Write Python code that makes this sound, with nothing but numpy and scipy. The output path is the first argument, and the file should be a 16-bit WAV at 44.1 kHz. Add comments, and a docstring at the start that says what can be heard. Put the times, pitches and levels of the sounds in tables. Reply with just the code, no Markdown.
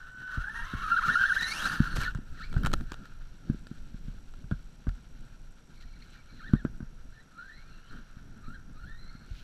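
"""A sand pit: a small electric model truck climbs a gravel mound beside a body-worn camera, jumps,
and drives on far off. Its gears whine and rattle through the camera's ringing plastic case; its tyres
churn gravel and spray grit. Knocks and clicks reach the case from its mount, wind rumbles on it,
and the electronics buzz faintly."""
import sys
import numpy as np
from scipy import signal
from scipy.fft import rfft, irfft
from scipy.io import wavfile
from scipy.ndimage import uniform_filter1d

SR = 44100
rng = np.random.default_rng(int(sys.argv[2]) if len(sys.argv) > 2 else 0)


def wav_out(sig):
    """Save sig, one row per channel (or a flat mono array), as 16-bit PCM at SR to the path in sys.argv[1]."""
    wavfile.write(sys.argv[1], SR, np.round(np.clip(np.atleast_2d(sig).T, -1, 1) * 32767).astype(np.int16))


N = 415863
T = np.arange(N) / SR
TOP_HZ = 15100

# motor on the climb and jump: (time [s], gear mesh pitch before wheel drag [Hz], drive [dB])
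CLIMB = [(.28, 440, -50), (.41, 710, -42), (.47, 860, -36.5), (.645, 950, -33), (.67, 1050, -36),
         (.822, 1100, -36), (.834, 1280, -31), (.93, 1420, -31), (.974, 1660, -28.5), (1.052, 1500, -30.5),
         (1.14, 1920, -22.5), (1.18, 1850, -29.5), (1.29, 1800, -26), (1.35, 1980, -29), (1.43, 1930, -23),
         (1.5, 2111, -16), (1.57, 2750, -20.5), (1.61, 3400, -28), (1.66, 4200, -22.5), (1.71, 4900, -28),
         (1.85, 4500, -39), (1.99, 4200, -29.5)]
# throttle bursts after take-off: (start [s], length [s], pitch from [Hz], pitch towards [Hz],
# time to halfway [s], drive [dB], overtone boost [dB], judder [share of speed])
REVS = [(1.99, 0.12, 4200, 1000, 0.038, -35.5, 4, .06), (2.359, 0.37, 1925, 2970, 0.11, -45, 5.5, .05),
        (5.73, 0.83, 2250, 2950, .25, -58, 6, .1), (6.365, 0.3, 2124, 1590, .11, -52.5, 7.5, 0.054),
        (7.082, .15, 1353, 1997, 0.055, -59, 3, .025), (7.319, 0.86, 1250, 3670, .35, -50, -7, .012),
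        (8.414, 0.19, 1216, 1747, 0.12, -54, 4, .03), (8.732, 0.68, 1195, 2320, .175, -59, 8, .02)]


def undb(db):
    """Decibels to gain."""
    return 10 ** (np.asarray(db) / 20)


def unit(x):
    """Scale to rms 1."""
    return x / np.sqrt(np.mean(x ** 2))


def curves(table):
    """Table columns, interpolated linearly in time."""
    s, *columns = np.transpose(table)
    return [np.interp(T, s, c) for c in columns]


def during(table):
    """Soft-edged gate from a table's first time to its last."""
    return uniform_filter1d(1. * ((T >= table[0][0]) & (T <= table[-1][0])), size=800)


def swell(centre_s, length_s):
    """Half-cosine rise and fall."""
    return np.cos(np.pi * np.clip((T - centre_s) / length_s, -.5, .5))


def walk(rate_hz):
    """Smooth random wander, rms 1."""
    hold = max(int(SR / rate_hz), 2)
    steps = np.repeat(rng.standard_normal(N // hold + 1), hold)[:N]
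    return unit(uniform_filter1d(steps, hold))


def grains(per_s, spread_db):
    """Dense tiny impacts, a few much larger than the rest."""
    size = undb(spread_db * np.minimum(rng.exponential(size=N), 5))
    return unit((rng.random(N) < per_s / SR) * size * rng.standard_normal(N))


def add(out, start_s, sound):
    """Mix a sound into out."""
    i = int(start_s * SR)
    out[i:i + len(sound)] += sound[:N - i]


def colour(x, points, size=8192):
    """Minimum-phase filter through (frequency [Hz], gain [dB]) points."""
    hz, db = np.transpose(points)
    bins_hz = np.maximum(np.fft.rfftfreq(size, 1 / SR), 1)
    gain = undb(np.interp(np.log(bins_hz), np.log(hz), db))
    cepstrum = irfft(np.log(gain))
    cepstrum[1:size // 2] *= 2
    cepstrum[size // 2 + 1:] = 0
    return signal.oaconvolve(x, irfft(np.exp(rfft(cepstrum))))[:len(x)]


def resonate(x, modes):
    """Parallel resonances of alternating sign: (frequency [Hz], width [Hz], gain [dB])."""
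    return sum((-1) ** k * undb(db) * signal.lfilter(*signal.iirpeak(hz, hz / width_hz, fs=SR), x)
               for k, (hz, width_hz, db) in enumerate(modes))


def case(x, leak_db=-33):
    """The plastic case rings at its resonances and passes little else."""
    # air and wall modes: (frequency [Hz], width [Hz], gain [dB])
    modes = [(1341, 116, 5), (1468, 93, 7), (1583, 92, 4), (1808, 143, -4.5), (2130, 190, -17),
             (2284, 630, -20), (2720, 160, -19.5), (3265, 270, -19), (3840, 330, -16), (4054, 274, -13),
             (4327, 200, -18.5), (5730, 1000, -22), (6210, 160, -24), (7600, 340, -49), (9900, 650, -40)]
    return resonate(x, modes) + undb(leak_db) * x


def electronics(hiss_db=-67, frame_hz=59.94, on_s=.007):
    """Steady hiss and a thin whistle that restarts with each camera frame."""
    # whistle partials: (frequency [Hz], level [dB])
    partials = [(5715, -68.7), (11430, -81.5)]
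    # hiss spectrum: (frequency [Hz], density [dB])
    hiss_shape = [(100, 11), (500, 10), (1000, 7), (1500, -4), (2100, 2.5), (4200, -2.5), (6700, -4.5),
                  (7800, -26), (9800, -11.5), (11300, -10.5), (12500, -32), (15000, -47)]
    in_frame_s = T % (1 / frame_hz)
    gate = uniform_filter1d(1. * (in_frame_s < on_s), size=80)
    drift_rad = .75 * walk(30)
    whistle = sum(undb(db) * np.sin(2 * np.pi * hz * in_frame_s + drift_rad) for hz, db in partials)
    return gate * whistle + undb(hiss_db) * unit(colour(rng.standard_normal(N), hiss_shape))


def wind(rumble_db=1, buffet_db=-12, flutter_db=3):
    """Slow eddies rumble on the case; quicker ones buffet it, most in gusts."""
    # breeze: (time [s], level [dB])
    levels = [(0, -52.5), (.9, -42.5), (1.5, -47.5), (2.1, -43), (3.3, -46), (4.4, -45), (5.9, -49.5),
              (6.7, -45.5), (7.1, -50.5), (7.7, -51.5), (8.5, -43), (9.43, -49.5)]
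    # gusts: (centre [s], length [s], rumble [dB], buffeting [dB])
    gusts = [(0.863, 0.24, -44, -51), (1.104, 0.11, -43, -40), (1.71, 0.66, -50, -48),
             (1.99, 0.34, -34, -45), (2.31, .1, -36, -55), (2.664, 0.4, -31.5, -39),
             (3.51, 0.15, -47, -45.5), (6.62, 0.41, -56.5, -49.5), (7.957, 0.13, -46, -46)]
    # eddy spectra: (frequency [Hz], density [dB])
    rumble_shape = [(8, -6.5), (22, 3), (40, -8), (70, -17), (130, -20.5), (300, -70)]
    buffet_shape = [(40, -16), (80, -6.5), (140, 1.5), (240, -2.5), (330, -12), (450, -19.5), (800, -30.5),
                    (1500, -58.5)]
    breeze = undb(curves(levels)[0])
    rumble, buffet = breeze * undb(rumble_db), breeze * undb(buffet_db)
    for s, length_s, low_db, high_db in gusts:
        gust = swell(s, length_s)
        rumble = np.hypot(rumble, undb(low_db) * gust)
        buffet = np.hypot(buffet, undb(high_db) * gust)
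    low = unit(colour(rng.standard_normal(N), rumble_shape)) * rumble * undb(flutter_db * walk(9))
    high = unit(colour(rng.standard_normal(N), buffet_shape)) * buffet * undb(flutter_db * walk(25))
    return low + high


def sizzle(hz=7750, width_hz=650):
    """A faint, narrow band of high hiss."""
    # sizzle: (time [s], level [dB])
    levels = [(2.2, -77), (2.4, -75), (3.3, -80.5), (3.6, -77), (6.3, -80)]
    return unit(resonate(grains(1500, 3.5), [(hz, width_hz, 0)])) * undb(curves(levels)[0])


def knocks(clack_s=.001, ring_s=.013, ring_db=-12):
    """Each knock pushes the mount into a short boom; the case clacks and rings."""
    # soft knocks: (time [s], thud peak [dB], push length [ms], clack peak [dB])
    hits = [(0.373, -29.5, 3.4, -39), (.378, -20.5, 11, -33.5), (0.736, -25.5, 3, -54),
            (0.747, -25, 11.2, -44), (1.082, -28, 6.4, -53), (1.205, -35, 9.9, -60), (1.802, -8, 4.9, -25),
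            (1.983, -20, 7.8, -43), (2.153, -22, 8, -43), (2.187, -28, 3.5, -46),
            (2.564, -12.5, 8.4, -30.5), (2.644, -17.5, 6.4, -28), (3.498, -13, 4.2, -39.5),
            (3.545, -29.5, 2.6, -65), (3.713, -27, 3.5, -47), (3.942, -31, 5.2, -52),
            (4.081, -28.5, 5.7, -50), (4.441, -32.5, 7, -49), (4.512, -23.5, 3, -30),
            (4.521, -15.5, 6.6, -44), (4.869, -23, 3.1, -31), (4.879, -17.5, 12.2, -55),
            (6.535, -6, 4.3, -26), (6.554, -25.5, 3, -41), (6.65, -15, 2.5, -28.5), (6.804, -28, 3.8, -40),
            (6.827, -29, 5.9, -47), (7.94, -43, 3.8, -51), (8.168, -38, 5.2, -50), (8.481, -38, 2.9, -60),
            (9.15, -37, 4.5, -62), (9.311, -27, 12.2, -67)]
    # mount modes: (frequency [Hz], t60 [s], level [dB])
    modes = [(41.9, 0.21, -14.5), (79, 0.064, -10), (145, 0.063, -2.5), (218, 0.028, 6.5),
             (288, .035, -24.5), (605, 0.026, -3.5)]
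    # case clack spectrum: (frequency [Hz], density [dB])
    clack_shape = [(100, 6), (400, 3), (750, -5.5), (1000, -6), (1550, 10.5), (1800, -7), (2100, -17),
                   (3800, -21), (5000, -29), (8000, -35.5), (14000, -48)]
    t, out = T[:SR // 5], np.zeros(N)
    boom = sum(undb(db - 60 * t / t60_s) * np.cos(2 * np.pi * hz * t) for hz, t60_s, db in modes)
    decay = np.exp(-t / clack_s) + undb(ring_db) * np.exp(-t / ring_s)
    for s, thud_db, push_ms, clack_db in hits:
        push = np.sin(np.pi * np.minimum(t * 1000 / push_ms, 1)) ** 2
        thud = signal.fftconvolve(push, boom)[:len(t)]
        clack = colour(rng.standard_normal(len(t)) * decay, clack_shape)
        add(out, s, undb(clack_db) * clack / abs(clack).max() - undb(thud_db) * thud / abs(thud).max())
    return out


def clicks(crack_s=.0019, ring_gain=1.26):
    """Small hard contacts on the plastic: a crack and a brief ring."""
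    # contacts: (time [s], peak [dB], relative case ring [dB])
    hits = [(1.962, -30, -6), (1.966, -29, -6), (1.971, -21.5, -14), (2.034, -26, -11), (2.149, -30.5, -12),
            (2.175, -40, -16), (2.528, -35, -7), (2.541, -32.5, 8), (2.579, -34, 7), (2.634, -31, 20),
            (2.65, -22.5, 6), (2.661, -18.5, 3), (2.669, -20, -10), (2.677, -34, 11), (2.717, -33, 6),
            (2.732, -24, -13), (2.737, -11, -2), (2.809, -35.5, 2), (2.9194, -24, -8), (2.933, -35, 1),
            (2.942, -32.5, 2), (3.055, -41.5, 12), (3.669, -37.5, -1), (4.338, -40.5, 10), (4.891, -39, 8)]
    # crack spectrum: (frequency [Hz], density [dB])
    crack_shape = [(150, 12.5), (500, 9.5), (1000, 6), (1550, 14), (2100, -4), (3200, 2.5), (4200, -1.5),
                   (5200, -8), (7800, -8), (12000, -22), (15500, -25)]
    t, out = T[:SR // 16], np.zeros(N)
    for s, peak_db, ring_db in hits:
        crack = rng.standard_normal(len(t)) * np.exp(-t / crack_s)
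        click = colour(crack, crack_shape) + ring_gain * undb(ring_db) * case(crack)
        add(out, s, undb(peak_db) * click / abs(click).max())
    return out


def backlash(top_hz=6500):
    """Loose gear teeth tick densely and ring the case."""
    ticks = case(grains(3000, 2.3))
    return unit(signal.lfilter(*signal.butter(2, top_hz, fs=SR), ticks))


def far_truck(sand_trim_db=-7, bump_db=2):
    """Far off, tyres and gearbox blur into a soft rasp that swells in each skid."""
    # rolling in the pit: (time [s], churning sand [dB], gearbox rattle [dB])
    levels = [(2.25, -68, -66.5), (2.42, -53, -54), (2.95, -62, -59.5), (3.3, -65.5, -65.5),
              (3.62, -63, -66.5), (4.3, -64, -69.5), (5.6, -67, -69), (6.45, -63.5, -62.5),
              (6.75, -71, -68.5), (7.8, -65, -63), (7.95, -63.5, -57), (8.1, -64.5, -63.5),
              (8.65, -75, -64.5), (9.2, -68, -60.5), (9.46, -78, -65)]
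    # skids: (centre [s], length [s], level [dB])
    skids = [(5.754, 0.041, -68), (5.82, 0.037, -66), (6.031, 0.069, -70), (6.13, 0.1, -69),
             (6.379, 0.077, -70), (9.365, 0.25, -62)]
    # sand spectrum: (frequency [Hz], density [dB])
    sand_shape = [(1000, -44), (2100, 6.5), (2800, 10), (3500, 8), (4150, 10.5), (4900, 2), (6500, -2.5),
                  (9000, -14.5)]
    sand_db, rattle_db = curves(levels)
    skidding = sum(undb(db) * swell(s, length_s) for s, length_s, db in skids)
    rasp = unit(colour(grains(5000, 1), sand_shape)) * (undb(sand_db + sand_trim_db) + skidding)
    return (rasp + backlash() * undb(rattle_db)) * undb(bump_db * walk(30)) * during(levels)


def near_truck(churn_trim_db=-5.5, bump_db=2, spray_db=-58.5, spray_flutter_db=3):
    """Close by, tyres churn gravel and fling grit; loose gear teeth rattle."""
    # the pass: (time [s], churning gravel [dB], gearbox rattle [dB])
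    levels = [(0, -57, -53), (.15, -62, -55.5), (.36, -49, -43.5), (.46, -52.5, -50.5), (.7, -48.5, -45.5),
              (1.0, -44.5, -41.5), (1.1, -42, -34.5), (1.42, -42, -45.5), (1.58, -37.5, -38),
              (1.65, -36.5, -31.5), (1.72, -35.5, -34.5), (1.88, -46, -40.5), (2.06, -40.5, -39),
              (2.13, -52.5, -56), (2.25, -70, -67)]
    # handfuls of grit: (centre [s], length [s], level [dB])
    flings = [(1.067, 0.039, -52.5), (1.353, 0.023, -47.5), (1.43, 0.067, -60), (1.642, 0.5, -55.5),
              (1.964, 0.025, -38.5), (2.012, .03, -52)]
    # gravel and grit spectra: (frequency [Hz], density [dB])
    gravel_shape = [(300, -21), (700, -3.5), (1050, 3), (1800, 12.5), (2100, -24), (2700, 6), (3400, -0.5),
                    (4100, -2.5), (4900, -11.5), (6300, -13), (7200, -24), (9000, -20.5)]
    grit_shape = [(3000, 9), (5000, 7.5), (6500, 6), (8500, 0), (9800, -16), (10600, -1), (11400, 2),
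                  (12500, -9), (14200, -5), (16000, -28)]
    churn_db, rattle_db = curves(levels)
    gravel = unit(colour(grains(6000, 2.2), gravel_shape)) * undb(churn_db + churn_trim_db)
    growth_db = 1.6 * (churn_db + 43.5)  # spray grows faster than churning
    spray = undb(spray_db + growth_db + spray_flutter_db * walk(30.1))
    spray += sum(undb(db) * swell(s, length_s) for s, length_s, db in flings)
    grit = unit(colour(grains(4000, 2.1), grit_shape)) * spray
    rattle = backlash() * undb(rattle_db)
    return (gravel + grit + rattle) * undb(bump_db * walk(45.29)) * during(levels)


def throttle(start_s, length_s, attack_s=.045, release_share=.306):
    """Attack, hold and release of one burst."""
    attack = np.clip((T - start_s) / attack_s, 0, 1)
    release = np.clip((start_s + length_s - T) / (release_share * length_s), 0, 1)
    return attack * release


def gearbox_ring(hz=4130, width_hz=330, ring_db=-74, flutter_db=3):
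    """In throttle bursts the teeth keep a raspy ring going."""
    effort = sum(throttle(s, length_s) for s, length_s, *_ in REVS)
    mode = [(hz, width_hz, 0)]
    ring = unit(resonate(resonate(grains(3000, 2.3), mode), mode))
    return ring * effort * undb(ring_db + flutter_db * walk(25))


def motor_can(can_db=-34, flutter_db=3):
    """On the climb the motor's metal can rings thinly, as hard as the gears are driven."""
    # can modes: (frequency [Hz], width [Hz], gain [dB])
    modes = [(5450, 220, 6), (6300, 250, 6), (8050, 300, -18.5), (9670, 400, 4.5), (11120, 400, -13)]
    _, drive_db = curves(CLIMB)
    ring = unit(resonate(grains(5000, 2.8), modes))
    return ring * undb(drive_db + can_db + flutter_db * walk(24.6)) * during(CLIMB)


def windings(hz=1505, second_db=-2, waver_db=1.5):
    """Switched current makes the motor windings sing at one pitch while the truck creeps."""
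    # winding tone: (time [s], level [dB])
    levels = [(0, -54), (.12, -51), (.22, -47), (.35, -43), (.4, -52)]
    phase = 2 * np.pi * hz * T
    tone = np.sin(phase) + undb(second_db) * np.sin(2 * phase)
    return np.sqrt(2) * tone * undb(curves(levels)[0] + waver_db * walk(30)) * during(levels)


def slopes(x, scatter_db=-8, t60_s=.073):
    """Sandy slopes scatter a distant sound into a short tail."""
    t = T[:SR // 2]
    tail = rng.standard_normal(len(t)) * undb(-60 * t / t60_s)
    return x + undb(scatter_db) * signal.fftconvolve(x, tail / np.linalg.norm(tail))[:N]


def ground_bounce(x, lag_ms=2.6, sway=.11, gain=.33):
    """The ground reflection's path changes as the truck bounces, breaking up the whine."""
    lag_s = lag_ms / 1000 * (1 + sway * walk(24))
    return x + gain * np.interp(T - lag_s, T, x)


def wheel_drag(judder, judder_hz=70):
    """Motor speed factor: each wheel bite slows it briefly; stones make it judder."""
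    # wheels biting the ground: (time [s], speed lost [share], slowing [s], recovery [s])
    bites = [(.888, .14, .016, .022), (0.958, .17, .025, .015), (1.012, 0.44, .04, .04),
             (1.075, .28, .022, .035), (1.156, .29, .014, .05), (1.215, .15, .05, .07),
             (1.31, 0.23, .022, 0.036), (1.36, .23, .011, 0.027), (2.41, 0.36, .026, 0.029),
             (5.829, 0.18, .02, .035), (6.151, 0.4, .03, .05), (6.412, 0.35, .026, .06),
             (6.505, 0.23, .026, .06), (6.62, 0.17, .026, 0.12), (8.15, .17, .2, .1)]
    dips = [np.interp(T, [s - slowing_s, s, s + recovery_s], [1, 1 - lost, 1])
            for s, lost, slowing_s, recovery_s in bites]
    return np.prod(dips, axis=0) * (1 + judder * walk(judder_hz))


def gears(mesh_hz, drive, jitter, rough, chatter_flutter_db, overtone_db):
    """Meshing teeth whine, uneven teeth chatter; slipping wheels shake speed and load."""
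    # mesh harmonics 1-4: (level [dB])
    harmonics_db = [0.5, -3.5, -10.5, -19]
    # shaft harmonics from uneven teeth: (frequency [x mesh pitch], level [dB])
    chatter = [(.37, -18), (.75, -25), (.92, -18.5), (1.08, -17), (1.25, -21), (1.748, -14.5), (1.921, -13),
               (2.08, -10.5), (2.249, -17.5), (2.502, -13), (2.749, -14.5), (3.499, -10.5), (3.751, -19),
               (4.497, -23), (5.25, -18), (6, -16.5)]
    # air and ground dull the whine with distance: (time [s], low-pass corner [Hz])
    corners = [(1.5, 11050), (2.4, 4980), (6, 4240)]
    slip = 1 + .016 * walk(150)
    load = undb(3 * walk(150) - 1.5)
    speed = slip + jitter * walk(1100)
    shake = load * (1 + rough * walk(900))
    partials = [(k, undb(db + overtone_db * (k > 1)) * shake) for k, db in enumerate(harmonics_db, 1)]
    partials += [(k, undb(db + chatter_flutter_db * walk(70))) for k, db in chatter]
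    corner_hz = curves(corners)[0]
    out = np.zeros(N)
    on = drive > 1e-6
    phase = 2 * np.pi * np.cumsum((mesh_hz * speed)[on]) / SR
    for k, gain in partials:
        hz = k * mesh_hz[on]
        lowpass = (hz < TOP_HZ) / np.sqrt(1 + (hz / corner_hz[on]) ** 10)
        out[on] += np.sqrt(2) * np.sin(k * phase) * gain[on] * lowpass * drive[on]
    return out


def revs(bounce_db=3):
    """In each throttle burst the motor eases from one speed towards another."""
    # tone colour of the revving whine, brightest near 2.2 and 4.2 kHz: (frequency [Hz], gain [dB])
    rev_shape = [(800, -7), (1300, 0), (1550, -5.5), (1850, 5.5), (2200, 13.5), (2550, 2.5), (3100, -4.5),
                 (3600, 5), (4200, 8.5), (5200, -1)]
    hz, drive, overtone_db, judder = np.zeros((4, N))
    for s, length_s, from_hz, to_hz, half_s, drive_db, boost_db, judder_share in REVS:
        begun = T >= s
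        ease = ((T - s) / half_s) ** 2
        hz = np.where(begun, from_hz + (to_hz - from_hz) * ease / (1 + ease), hz)
        overtone_db[begun], judder[begun] = boost_db, judder_share
        drive += undb(drive_db) * throttle(s, length_s)
    hz *= wheel_drag(judder)
    drive *= undb(bounce_db * walk(30))
    whine = gears(hz, drive, jitter=.019, rough=.1, chatter_flutter_db=4, overtone_db=overtone_db)
    return colour(whine, rev_shape)


def climb(slip_db=2.5, slip_hz=91.2):
    """The motor winds up the mound, checked by each bite, races at take-off and coasts in the air."""
    hz, drive_db = curves(CLIMB)
    slip_dips = undb(-slip_db * np.maximum(walk(slip_hz), 0) ** 2)
    drive = undb(drive_db) * slip_dips * during(CLIMB)
    hz *= wheel_drag(judder=.016)
    return gears(hz, drive, jitter=.015, rough=.17, chatter_flutter_db=5, overtone_db=2.5)


def scene():
    """Truck, wind and the camera's own sounds at one microphone."""
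    whine = case(ground_bounce(climb()) + windings() + slopes(revs()))
    truck = whine + motor_can() + gearbox_ring() + near_truck() + far_truck()
    return (truck + sizzle() + knocks() + clicks() + wind() + electronics())[None]


def record(dry):
    """Steep low-pass at TOP_HZ."""
    return signal.sosfilt(signal.ellip(8, .2, 70, TOP_HZ, fs=SR, output="sos"), dry)


dry = scene()
out = record(dry)
wav_out(out)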